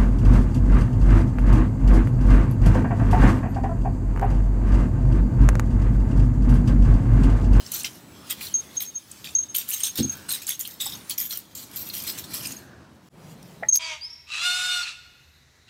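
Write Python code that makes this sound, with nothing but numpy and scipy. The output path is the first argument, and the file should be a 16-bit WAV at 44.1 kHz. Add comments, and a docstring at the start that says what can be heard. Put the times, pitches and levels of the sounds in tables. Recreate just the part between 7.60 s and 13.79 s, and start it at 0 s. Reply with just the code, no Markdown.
"""Bursts of crackling foil and a small muffled bell: a kitten chases a wand toy over a wooden floor.
Each jerk of the wand buckles foil streamers, whose creases click into ringing patches and now and then snap.
A pellet strikes the slotted bell; paws boom once in the floorboards, and thin whistles come and go.
The first room tone cuts to a duller one, which fades in; there something hollow knocks and the bell is shaken hard.
One microphone channel: the toy heard directly over a short diffuse tail, with levels that duck after loud moments."""
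import sys
import numpy as np
from scipy import signal
from scipy.fft import rfft, irfft, next_fast_len
from scipy.io import wavfile
from scipy.ndimage import uniform_filter1d

SR = 44100
rng = np.random.default_rng(int(sys.argv[2]) if len(sys.argv) > 2 else 0)


def how_loud(loudness_db):
    """Turn decibels into a plain amplitude multiplier (0 dB gives 1, 20 dB gives 10)."""
    steps = np.asarray(loudness_db, float) / 20
    return 10 ** steps


def wav_out(sig):
    """Save sig, one row per channel (or a flat mono array), as 16-bit PCM at SR to the path in sys.argv[1]."""
    wavfile.write(sys.argv[1], SR, np.round(np.clip(np.atleast_2d(sig).T, -1, 1) * 32767).astype(np.int16))


N = 272979

# All levels are relative, ahead of the ducking and limiting in record().
# spectra of the two room tones, before and after the cut: each (f/Hz, density/dB)
ROOM_TONES = [
    [(18, -46.5), (30, -43), (75, -1), (200, -0.5), (300, -2), (450, -11), (666, -11.5), (760, -14),
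     (889, -12), (1630, -17), (2010, -22.5), (5900, -29), (14400, -47.5), (16000, -43)],
    [(18, -55), (30, -23), (161, 1), (280, -11.5), (554, -13), (1760, -25.5), (13300, -45), (14800, -48),
     (16000, -41)],
]
# swell and sinking of the room rumble: (t/s, level/dB)
RUMBLE_SWELL = [(0.0, -47.5), (0.8, -50), (1.05, -46.5), (1.4, -56.5), (1.84, -48), (2.17, -55.5),
                (2.52, -46), (2.95, -56), (3.37, -48), (3.7, -54.5), (4.25, -48), (4.8, -45), (5.46, -53),
                (5.62, -46.5), (6.05, -47.5), (6.19, -57)]
# faint drawn-out whistles: (start t/s, end t/s, start f/Hz, end f/Hz, level/dB)
WHISTLES = [(0.549, 0.753, 1230, 1300, -55), (2.432, 2.729, 1516, 1587, -51),
            (4.699, 5.292, 1746, 1560, -56.5)]
# paws coming down: (t/s, level/dB)
PAW_FALLS = [(2.385, -25.5), (2.398, -17), (2.416, -27), (2.443, -24.5)]
# modes of the wooden floor: (f/Hz, level/dB, t60/s)
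FLOOR_MODES = [(85.4, -8.5, 0.25), (134.4, -3.5, 0.2), (203.4, -3, 0.21), (231.4, 1.5, 0.17),
               (266.3, 3, 0.14), (338.5, -1.5, 0.12), (489, -4.5, 0.046), (816, -12, 0.088)]
# hollow knocks: (t/s, level of modes below 1000 Hz/dB, level of higher modes/dB)
KNOCK_TAPS = [(6.025, -31.5, -56), (6.029, -26, -48), (6.0315, -64, -34), (6.0344, -64, -25),
              (6.048, -55, -44)]
# modes of the hollow thing: (f/Hz, level/dB, t60/s)
HOLLOW_MODES = [(643, 5, 0.057), (857, -5.5, 0.11), (1300, -21, 0.13), (1910, 8, 0.023), (2380, -10, 0.02)]
# pellet strikes on the bell: (t/s, level/dB, rise/s, time until the shell is muffled/s)
PELLET_STRIKES = [(0.939, -12, 0.0017, 0.068), (1.166, -13.5, 0.0052, 0.015), (1.193, -23, 0.0036, 0.011),
                  (1.211, -29, .004, .015), (1.25, -34, .003, 0.016), (1.272, -30, 0.0042, 0.03),
                  (1.341, -23.5, 0.0077, 0.042), (1.75, -11, 0.00098, 0.07), (1.784, -14.5, 0.0015, 0.0088),
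                  (1.824, -17, 0.0025, 0.014), (1.884, -34, 0.0026, 0.075), (2.125, -26, 0.0021, 0.059),
                  (2.233, -20.5, 0.00066, 0.0072), (2.252, -22.5, .001, 0.0077),
                  (2.269, -30, 0.0018, 0.042), (2.43, -17.5, 0.00064, 0.022), (2.465, -31, 0.0023, 0.024),
                  (2.495, -19.5, 0.00057, 0.0095), (2.515, -26.5, 0.0038, 0.027),
                  (2.887, -25.5, 0.0016, 0.027), (2.925, -33, 0.003, 0.034), (3.352, -26.5, 0.0017, 0.0037),
                  (4.906, -30, 0.0017, 0.0038), (4.967, -32.5, 0.00081, 0.0035),
                  (6.085, -1.5, 0.0032, 0.011), (6.110, -9, 0.0027, 0.0066), (6.122, -1, .005, 0.012),
                  (6.14, -11, 0.0007, 0.004), (6.1435, -6, 0.0007, 0.0085), (6.157, -7, .002, 0.0065),
                  (6.171, -2.5, 0.0014, 0.0046)]
# modes of the bell shell: (f/Hz, level/dB, share of the free ring time)
BELL_MODES = [(6437, 0, 1.0), (6491, -12, .7), (6565, -26, .5), (11180, -28, .1), (14500, -42, .12)]
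# jerks of the wand: (t/s, crackle level/dB, low-patch level against it/dB, rise/s, time to fall 20 dB/s);
# rises under 1 ms and falls under 5 ms are lengthened to those
JERKS = [(0.052, -44, 0, 0.012, 0.015), (0.115, -22.5, -10.5, 0.0032, 0.16), (0.148, -27, -8, 0.0086, 0.06),
         (0.244, -27, 1, 0.002, 0.04), (0.6957, -18.5, -9, 0.015, 0.03), (0.8066, -19, -18.5, 0.0032, 0.1),
         (1.142, -35, -10, 0.022, 0.04), (1.2, -17, -15, 0.006, 0.065), (1.641, -38.5, -3, 0.0026, 0.11),
         (1.686, -42, -9, 0.005, 0.24), (1.837, -47.5, 2, 0.0023, 0), (1.9427, -13, -10.5, 0.011, 0.09),
         (2.079, -15, -16, 0.011, 0.06), (2.111, -21.5, -13, 0.0055, 0.16), (2.2, -32, -4, 0.003, 0.03),
         (2.233, -18, -9, 0.004, 0.08), (2.355, -25, -1, 0.002, 0.05), (2.373, -22.5, -3.5, 0.002, 0.11),
         (2.5094, -35, -11, 0.01, 0.13), (2.682, -12.5, -16, 0.028, 0.07),
         (2.818, -28.5, -11, 0.0029, 0.05), (2.864, -17, -10, 0.025, 0.065),
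         (2.9936, -20.5, -13.5, 0.013, 0.07), (3.05, -35, 0, 0.002, 0.03), (3.074, -31, -10, 0.002, 0.1),
         (3.198, -18, -12.5, 0.012, 0.15), (3.491, -13, -18, 0.015, 0.04),
         (3.5767, -15.5, -17.5, 0.0059, 0.11), (3.688, -30, -18, 0.0086, 0.1),
         (3.707, -22, -9.5, 0.0027, 0.1046), (3.949, -26, -10, 0.0029, 0.12),
         (4.112, -33.5, -12, 0.003, -0.03), (4.13, -31.5, -12, 0.006, 0.02),
         (4.159, -25, -13.5, 0.0035, 0.17), (4.265, -36, -18, 0.003, 0.05), (4.329, -20.5, -13, 0.01, 0.12),
         (4.419, -31, -15, 0.003, 0.15), (4.463, -20.5, -10, 0.015, 0.09), (4.574, -21, -15, 0.004, 0.05),
         (4.637, -35.5, -4.5, 0.0045, 0.02), (4.704, -34.5, -11.5, 0.002, 0.1),
         (4.7342, -21.5, -13, 0.0075, 0.11), (4.825, -28, -10.5, 0.03, 0.15), (4.904, -36, -8, 0.004, 0.04),
         (5.8244, -43, -10, 0.0046, -0.04), (6.1344, -20, -37, 0.008, 0.04), (6.154, -14, -18, 0.007, 0)]
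# loudest single snaps of the foil: (t/s, level/dB, f/Hz)
LOUD_SNAPS = [(0.064, -27, 5420), (0.1186, -15, 13000), (0.166, -23, 11500), (0.136, -23, 8400),
              (0.198, -26, 9300), (0.234, -21, 9350), (0.2444, -21, 2680), (0.247, -18, 5800),
              (0.7074, -14, 14400), (0.7117, -26, 3190), (0.8106, -25.5, 2440), (0.869, -25, 4180),
              (1.2047, -23, 3940), (1.225, -16, 12440), (1.515, -25.5, 8170), (1.6437, -26.5, 3540),
              (1.645, -30, 12300), (1.691, -33, 3550), (1.9484, -18.5, 3130), (1.951, -13, 13000),
              (1.9644, -12, 9300), (2.0896, -20, 11200), (2.1057, -13.5, 10700), (2.2042, -21, 8750),
              (2.2353, -19, 13500), (2.2533, -12, 8400), (2.2697, -17, 9120), (2.357, -19, 13500),
              (2.375, -14, 14440), (2.688, -31.5, 1470), (2.6955, -22, 8640), (2.7065, -21, 4040),
              (2.7242, -10, 11250), (2.868, -20, 7500), (2.8923, -9, 14230), (2.9074, -12, 11200),
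              (2.9934, -15, 14400), (3.0106, -15.5, 7180), (3.0519, -25.5, 3160), (3.075, -21, 13800),
              (3.2031, -23.5, 3640), (3.2128, -17, 7840), (3.221, -19, 12160), (3.263, -31, 945),
              (3.497, -13.5, 10140), (3.5118, -21, 4470), (3.58, -19, 5880), (3.6022, -12, 13200),
              (3.708, -22, 4170), (3.7736, -13, 13700), (3.7894, -24, 13500), (3.9531, -25, 13900),
              (4.16, -17.5, 12900), (4.2896, -24, 12200), (4.3003, -23.5, 4220), (4.3382, -26, 4230),
              (4.351, -18, 13000), (4.3916, -25, 13800), (4.4383, -21, 12000), (4.4974, -21.5, 4310),
              (4.423, -24, 12200), (4.5868, -24, 7260), (4.7465, -22, 12100), (4.872, -24, 14000),
              (4.871, -18.5, 8560), (4.9218, -24, 6820), (6.09, -21, 10800), (6.1338, -19, 5500),
              (6.1387, -21, 5370), (6.1547, -3.5, 5700), (6.1577, -11, 4800), (6.167, -7, 11100)]
# colour of the foil while jerked: (f/Hz, density/dB)
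JERKED_COLOUR = [(710, -49), (1200, -45), (1460, -9.5), (2300, -4), (3550, 3), (4400, 0.5), (5100, 1.5),
                 (6950, 1.5), (8800, 1.5), (10300, -9.5), (11500, -10.5), (13500, -6), (16000, -10.5)]
# colour of the foil while it merely sways: (f/Hz, density/dB)
SWAYING_COLOUR = [(1200, -13), (2300, -8.5), (3500, -6.5), (6000, -9), (10500, -14.5), (13000, -14.5),
                  (15800, -15.5)]
# faint rustle of the swaying streamers: (t/s, level/dB)
SWAY_LEVEL = [(0.0, -41), (0.2, -44), (0.5, -52.5), (0.84, -39), (1.05, -46), (1.45, -49.5), (1.9, -48),
              (2.17, -41), (2.6, -46), (2.89, -46), (3.15, -51.5), (3.39, -42.5), (4.03, -56), (4.15, -44),
              (4.92, -44.5), (5.0, -53), (5.15, -67.5), (5.7, -55), (6.19, -58.5)]


def rms_one(x):
    """Scale to rms 1."""
    return x / np.sqrt(np.mean(x ** 2) + 1e-20)


def at_hz(points, hz):
    """Read a spectrum on a log-frequency axis."""
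    table_hz, db = np.transpose(points)
    return np.interp(np.log(hz), np.log(table_hz), db)


def in_time(rows):
    """Read a curve at every sample."""
    return np.interp(np.arange(N) / SR, *np.transpose(rows))


def drift(rate):
    """Random wander: `rate` knots a second, of spread 1, joined by straight lines."""
    knots = rng.standard_normal(int(N / SR * rate) + 2)
    return np.interp(np.arange(N) / SR * rate, np.arange(len(knots)), knots)


def filtered(x, order, hz, kind):
    """Butterworth filter."""
    return signal.sosfilt(signal.butter(order, hz, kind, fs=SR, output="sos"), x)


def ring(clicks, hz, t60):
    """Damped resonator: a unit click sets a sine of height about 1 ringing."""
    radius = how_loud(-60 / (t60 * SR))
    angle = 2 * np.pi * min(hz, .45 * SR) / SR
    return signal.lfilter([0, np.sin(angle)], [1, -2 * radius * np.cos(angle), radius ** 2], clicks + 1e-18)


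def clicks_at(seconds, db):
    """Single-sample clicks at given times and levels."""
    out = np.zeros(N)
    out[np.round(np.asarray(seconds) * SR).astype(int)] = how_loud(db)
    return out


def coloured(spectrum):
    """Steady noise of a given spectrum, rms 1."""
    size = next_fast_len(N)
    hz = np.maximum(np.fft.rfftfreq(size, 1 / SR), 1)
    noise = rfft(rng.standard_normal(size))
    return rms_one(irfft(noise * how_loud(at_hz(spectrum, hz)), size)[:N])


def room_tone(cut_s):
    """Background rumble: steady coloured noise that swells and sinks, with a new colour after the cut."""
    before, after = coloured(ROOM_TONES[0]), coloured(ROOM_TONES[1])
    tone = np.where(np.arange(N) / SR < cut_s, before, after)
    return how_loud(in_time(RUMBLE_SWELL) + 1.2 * drift(9)) * tone


def room_tail(x, t60_s=0.087, wall_cut_hz=7900):
    """Diffuse tail: dying noise from 6 ms after the direct sound, dulled by the walls."""
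    t = np.arange(SR // 2) / SR
    tail = rng.standard_normal(len(t)) * how_loud(-60 * t / t60_s) * (t > .006)
    tail = filtered(tail, 1, wall_cut_hz, "low")
    return signal.fftconvolve(x, tail / np.sqrt(np.sum(tail ** 2)))[:N]


def whistles(breath_knots_per_s=420):
    """Thin breathy tones that swell and fade: narrow noise carried on a gliding pitch."""
    t, out = np.arange(N) / SR, np.zeros(N)
    for start, end, from_hz, to_hz, db in WHISTLES:
        along = np.clip((t - start) / (end - start), 0, 1)
        turns = np.cumsum(from_hz + (to_hz - from_hz) * along) / SR
        breath = drift(breath_knots_per_s) + 1j * drift(breath_knots_per_s)
        swell = np.sin(np.pi * along) ** .5
        out += how_loud(db) * swell * np.real(breath * np.exp(2j * np.pi * turns))
    return out


def landing(soft_hz=500):
    """Padded paws: soft, low-passed pushes into the floor's modes."""
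    s, db = np.transpose(PAW_FALLS)
    push = filtered(clicks_at(s, db) + 1e-18, 2, soft_hz, "low")
    out = np.zeros(N)
    for k, (hz, level_db, t60) in enumerate(FLOOR_MODES):
        out += how_loud(level_db) * ring(push, hz, t60) * (-1) ** k    # neighbouring modes in opposite sign
    return out


def knocks(band_hz=(450, 2500)):
    """Blunt taps on something hollow: band-passed ringing modes, the low ones struck first."""
    s, low_db, high_db = np.transpose(KNOCK_TAPS)
    out = np.zeros(N)
    for k, (hz, db, t60) in enumerate(HOLLOW_MODES):
        taps = clicks_at(s, low_db if hz < 1000 else high_db)
        out += how_loud(db) * ring(taps, hz, t60) * (-1) ** k
    return filtered(out, 2, band_hz, "band")


def rolling_pellet(hz, roll_db=-55, clicks_per_s=60, roll_s=(0.85, 2.2)):
    """The pellet rolls while the toy is swung: sparse random clicks ring the shell briefly."""
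    t = np.arange(N) / SR
    level = how_loud(roll_db + 6.1 * drift(11.0))
    clicks = rng.standard_normal(N) * (rng.random(N) < clicks_per_s / SR)
    swung = np.interp(t, np.repeat(roll_s, 2), (0, 1, 1, 0))
    return ring(level * clicks * swung, hz, 0.05)


def bell(free_t60_s=0.26, muffled_t60_s=0.017, waver_hz=5, tick_db=-22, flutter_db=3.0):
    """The shell rings freely after a strike until pellet or feathers rest on it; close modes beat."""
    t, out = np.arange(SR // 4) / SR, np.zeros(N)
    main_hz = BELL_MODES[0][0]
    # swinging and contact bend the pitch a little
    turns = main_hz * np.arange(N) / SR + np.cumsum(waver_hz * drift(39.74)) / SR
    carrier = np.exp(2j * np.pi * turns)
    for hz, mode_db, share in BELL_MODES:
        swing = np.zeros(N + len(t), complex)
        beat = np.exp(2j * np.pi * (hz - main_hz) * t)    # all modes leave the strike in step
        for s, db, rise, free in PELLET_STRIKES:
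            fall = t / (free_t60_s * share) + np.maximum(t - free, 0) / muffled_t60_s
            onset = (1 - np.exp(-t / rise)) ** 2
            swing[round(s * SR):][:len(t)] += how_loud(db + mode_db - 60 * fall) * onset * beat
        out += np.real(swing[:N] * carrier)
    out = out * how_loud(flutter_db * drift(110)) + rolling_pellet(main_hz)    # the loose pellet jostles and rolls
    s, db, rise, _ = np.transpose(PELLET_STRIKES)
    ticks = clicks_at(s, db + tick_db - 2500 * rise)    # the more abrupt the strike, the louder its tick
    return out + ring(ticks, 7400, 0.0024)


def lesser_snaps(count=3, level_db=-14, spread_db=3.5, low_hz=2920, high_hz=14000):
    """Every jerk also sets off a few lesser snaps while it lasts, weaker the later they come."""
    when, strength, pitch = rng.random((len(JERKS), count, 3)).T
    start, jerk_db, _, rise, fall = np.transpose(JERKS)
    s = start + rise + when * np.maximum(fall, .005)
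    db = jerk_db + level_db - 20 * when + spread_db * (2 * strength - 1)
    hz = low_hz + (high_hz - low_hz) * pitch
    return np.array([s, db, hz]).reshape(3, -1).T


def snaps(cycles=95.0, damping_per_s=25, crack_db=-19, crack_t60_s=0.035,
          others=5, others_db=-10, others_spread_db=4.0):
    """A big crease flips: a thin crack, a short ring of its own patch and of several others along the strip."""
    out = np.zeros(N + SR)
    every = np.vstack([LOUD_SNAPS, lesser_snaps()])
    t = np.arange(2000) / SR
    cracks = filtered(rng.standard_normal((len(every), len(t))), 2, 4000, "high")
    chances = rng.uniform(-1, 1, (len(every), 3, others, 1))
    for (s, db, hz), crack, (place, level, late) in zip(every, cracks, chances):
        other_hz = 15600 - abs(15600 - hz * 1.45 ** (place + .3))    # folded back below 15600 Hz
        rings_hz = np.vstack([[hz], other_hz])
        rings_db = np.vstack([[0], others_db + others_spread_db * level])
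        # the fold runs along the strip, reaching the others up to 3 ms later
        since = np.maximum(t - .0015 * np.vstack([[0], 1 + late]), 0)
        fall_db = 60 * since * (rings_hz / cycles + damping_per_s)
        onset = np.minimum(since * rings_hz / 0.84, 1)
        tone = np.sin(2 * np.pi * rings_hz * since) * how_loud(rings_db - fall_db) * onset
        crack = crack * how_loud(crack_db - 60 * t / crack_t60_s)
        out[round(s * SR):][:len(t)] += how_loud(db) * (tone.sum(axis=0) + crack)
    return out[:N]


def favoured(pitches, lift_db=8.5, width_hz=260):
    """The patch that snaps sounds through its jerk: lift in dB, per jerk, for patches near the snap's pitch."""
    start, *_, rise, fall = np.transpose(JERKS)
    s, _, hz = np.transpose(LOUD_SNAPS)
    within = (s > start[:, None] - .004) & (s < (start + rise + .9 * fall)[:, None])
    near = np.exp(-((pitches - hz[:, None]) / width_hz) ** 2)
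    return lift_db * (within[:, :, None] * near).max(axis=1)


def jerk_shapes(t):
    """The foil slides ever slower, then settles: after the rise, the fall steepens with time."""
    shapes = []
    for *_, rise, length in JERKS:
        fall = (np.maximum(t - rise, 0) / max(length, .005)) ** 1.59
        shapes.append(np.minimum(t / max(rise, .001), 1) * how_loud(-20 * fall))
    return shapes


def jerk_colours(pitches, spread_db=7):
    """Every jerk bends other patches, so it has its own colour in dB; neighbouring patches bend together."""
    tint = rng.uniform(-1.07, 1, (len(JERKS), len(pitches)))
    tint = (tint + np.roll(tint, shift=1, axis=1)) / np.sqrt(2)
    return spread_db * tint + favoured(pitches)


def foil(sway_db, creases_per_s=5500, spread_db=6.0, clump_db=3.5, cycles=8.2, hiss=0.98, resting=0.38,
         crest_db=11, judder_db=3.0, ticks_per_s=500, tick_db=-7):
    """Buckling creases click into ringing patches, hard in every jerk and faintly as the streamers sway."""
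    pitches = np.linspace(np.sqrt(1300), np.sqrt(15700), num=52) ** 2
    spacing_hz = np.gradient(pitches)
    sizes = how_loud(spread_db * np.minimum(rng.exponential(1, N), 4)) * rng.choice([-1, 1], N)
    born = rng.random(N) < creases_per_s * how_loud(clump_db * drift(120)) / SR    # creases give way in clumps
    creases = rms_one(sizes * born)
    dealt = rng.integers(len(pitches), size=N)    # which patch each crease sets ringing
    white = rng.standard_normal((2, N))
    colours_db = jerk_colours(pitches)
    out, t = np.zeros(N), np.arange(SR // 3) / SR
    shapes = jerk_shapes(t)
    judder = how_loud(judder_db * drift(70))    # the whole bundle slips in fits
    stirring_db = 2.5 * drift(25)    # all strips stir and pause together
    for k, hz in enumerate(pitches):
        effort = np.zeros(N + len(t))
        zone = np.searchsorted((6000, 10605), hz)    # body, middle or top of the rustle, split in Hz
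        for (s, db, body_db, *_), shape, own_db in zip(JERKS, shapes, colours_db[:, k]):
            zone_db = (body_db, 0.64 * body_db - 4, 0)[zone]
            at = round(s * SR)
            effort[at:at + len(t)] += how_loud(db - crest_db + zone_db + own_db) * shape

        t60 = cycles / hz + 0.0067
        clicks, breath = 6 * creases * (dealt == k), hiss * white[k % 2]
        patch = rms_one(ring(ring(clicks + breath, hz, t60), hz, t60 / 2))
        # the streamers never quite rest, with weaker crease clicks
        whisper = rms_one(ring(ring(resting * clicks + breath, hz, t60), hz, t60 / 2))
        jerked = effort[:N] * judder * how_loud(at_hz(JERKED_COLOUR, hz) + 3.23 * drift(50))
        dangling = how_loud(sway_db + at_hz(SWAYING_COLOUR, hz) + 4.25 * drift(14) + stirring_db)
        out += (jerked * patch + dangling * whisper) * np.sqrt(spacing_hz[k] / 2700)
    # now and then a crease cracks dry, without a patch ringing, as hard as the highest patch is worked
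    ticks = filtered(sizes * (rng.random(N) < ticks_per_s / SR) + 1e-18, 2, 3000, "high")
    return out + how_loud(tick_db) * effort[:N] * ticks


def scene(cut_s=5.488, fade_in_s=.06, tail_db=-12.5):
    """Toy, paws and both room tones; all of it drops at the cut and fades in again."""
    t = np.arange(N) / SR
    toy = foil(in_time(SWAY_LEVEL)) + snaps() + bell() + knocks() + whistles()
    mix = toy + how_loud(tail_db) * room_tail(toy) + landing() + room_tone(cut_s)
    fade = np.where(t < cut_s, 1, np.clip((t - cut_s) / fade_in_s, .02, 1) ** 1.5)
    return (mix * fade)[None]


def top_cut(x):
    """Nothing passes above the cut-off."""
    return signal.sosfilt(signal.butter(12, 16820, fs=SR, output="sos"), x)


def record(dry, knee_db=-26, ratio=0.38, release_db_s=60, peak=.6, stop_hz=16400):
    """Gain control ducks after loud moments and creeps back; peaks are rounded; the top is cut."""
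    level = 10 * np.log10(uniform_filter1d(dry[0] ** 2, size=441) + 1e-12)
    # the excess over the knee is held, sinking at the release rate
    ramp = release_db_s * np.arange(N) / SR
    held = np.maximum.accumulate(np.maximum(level - knee_db, 0) + ramp) - ramp
    gain = how_loud(-ratio * signal.lfilter([.004], [1, -.996], held))
    rounded = peak * np.tanh(dry * gain / peak)
    low_pass = signal.cheby2(12, 50, stop_hz, fs=SR, output="sos")    # 50 dB down from stop_hz
    return top_cut(signal.sosfilt(low_pass, rounded))


dry = scene()
out = record(dry)
wav_out(out)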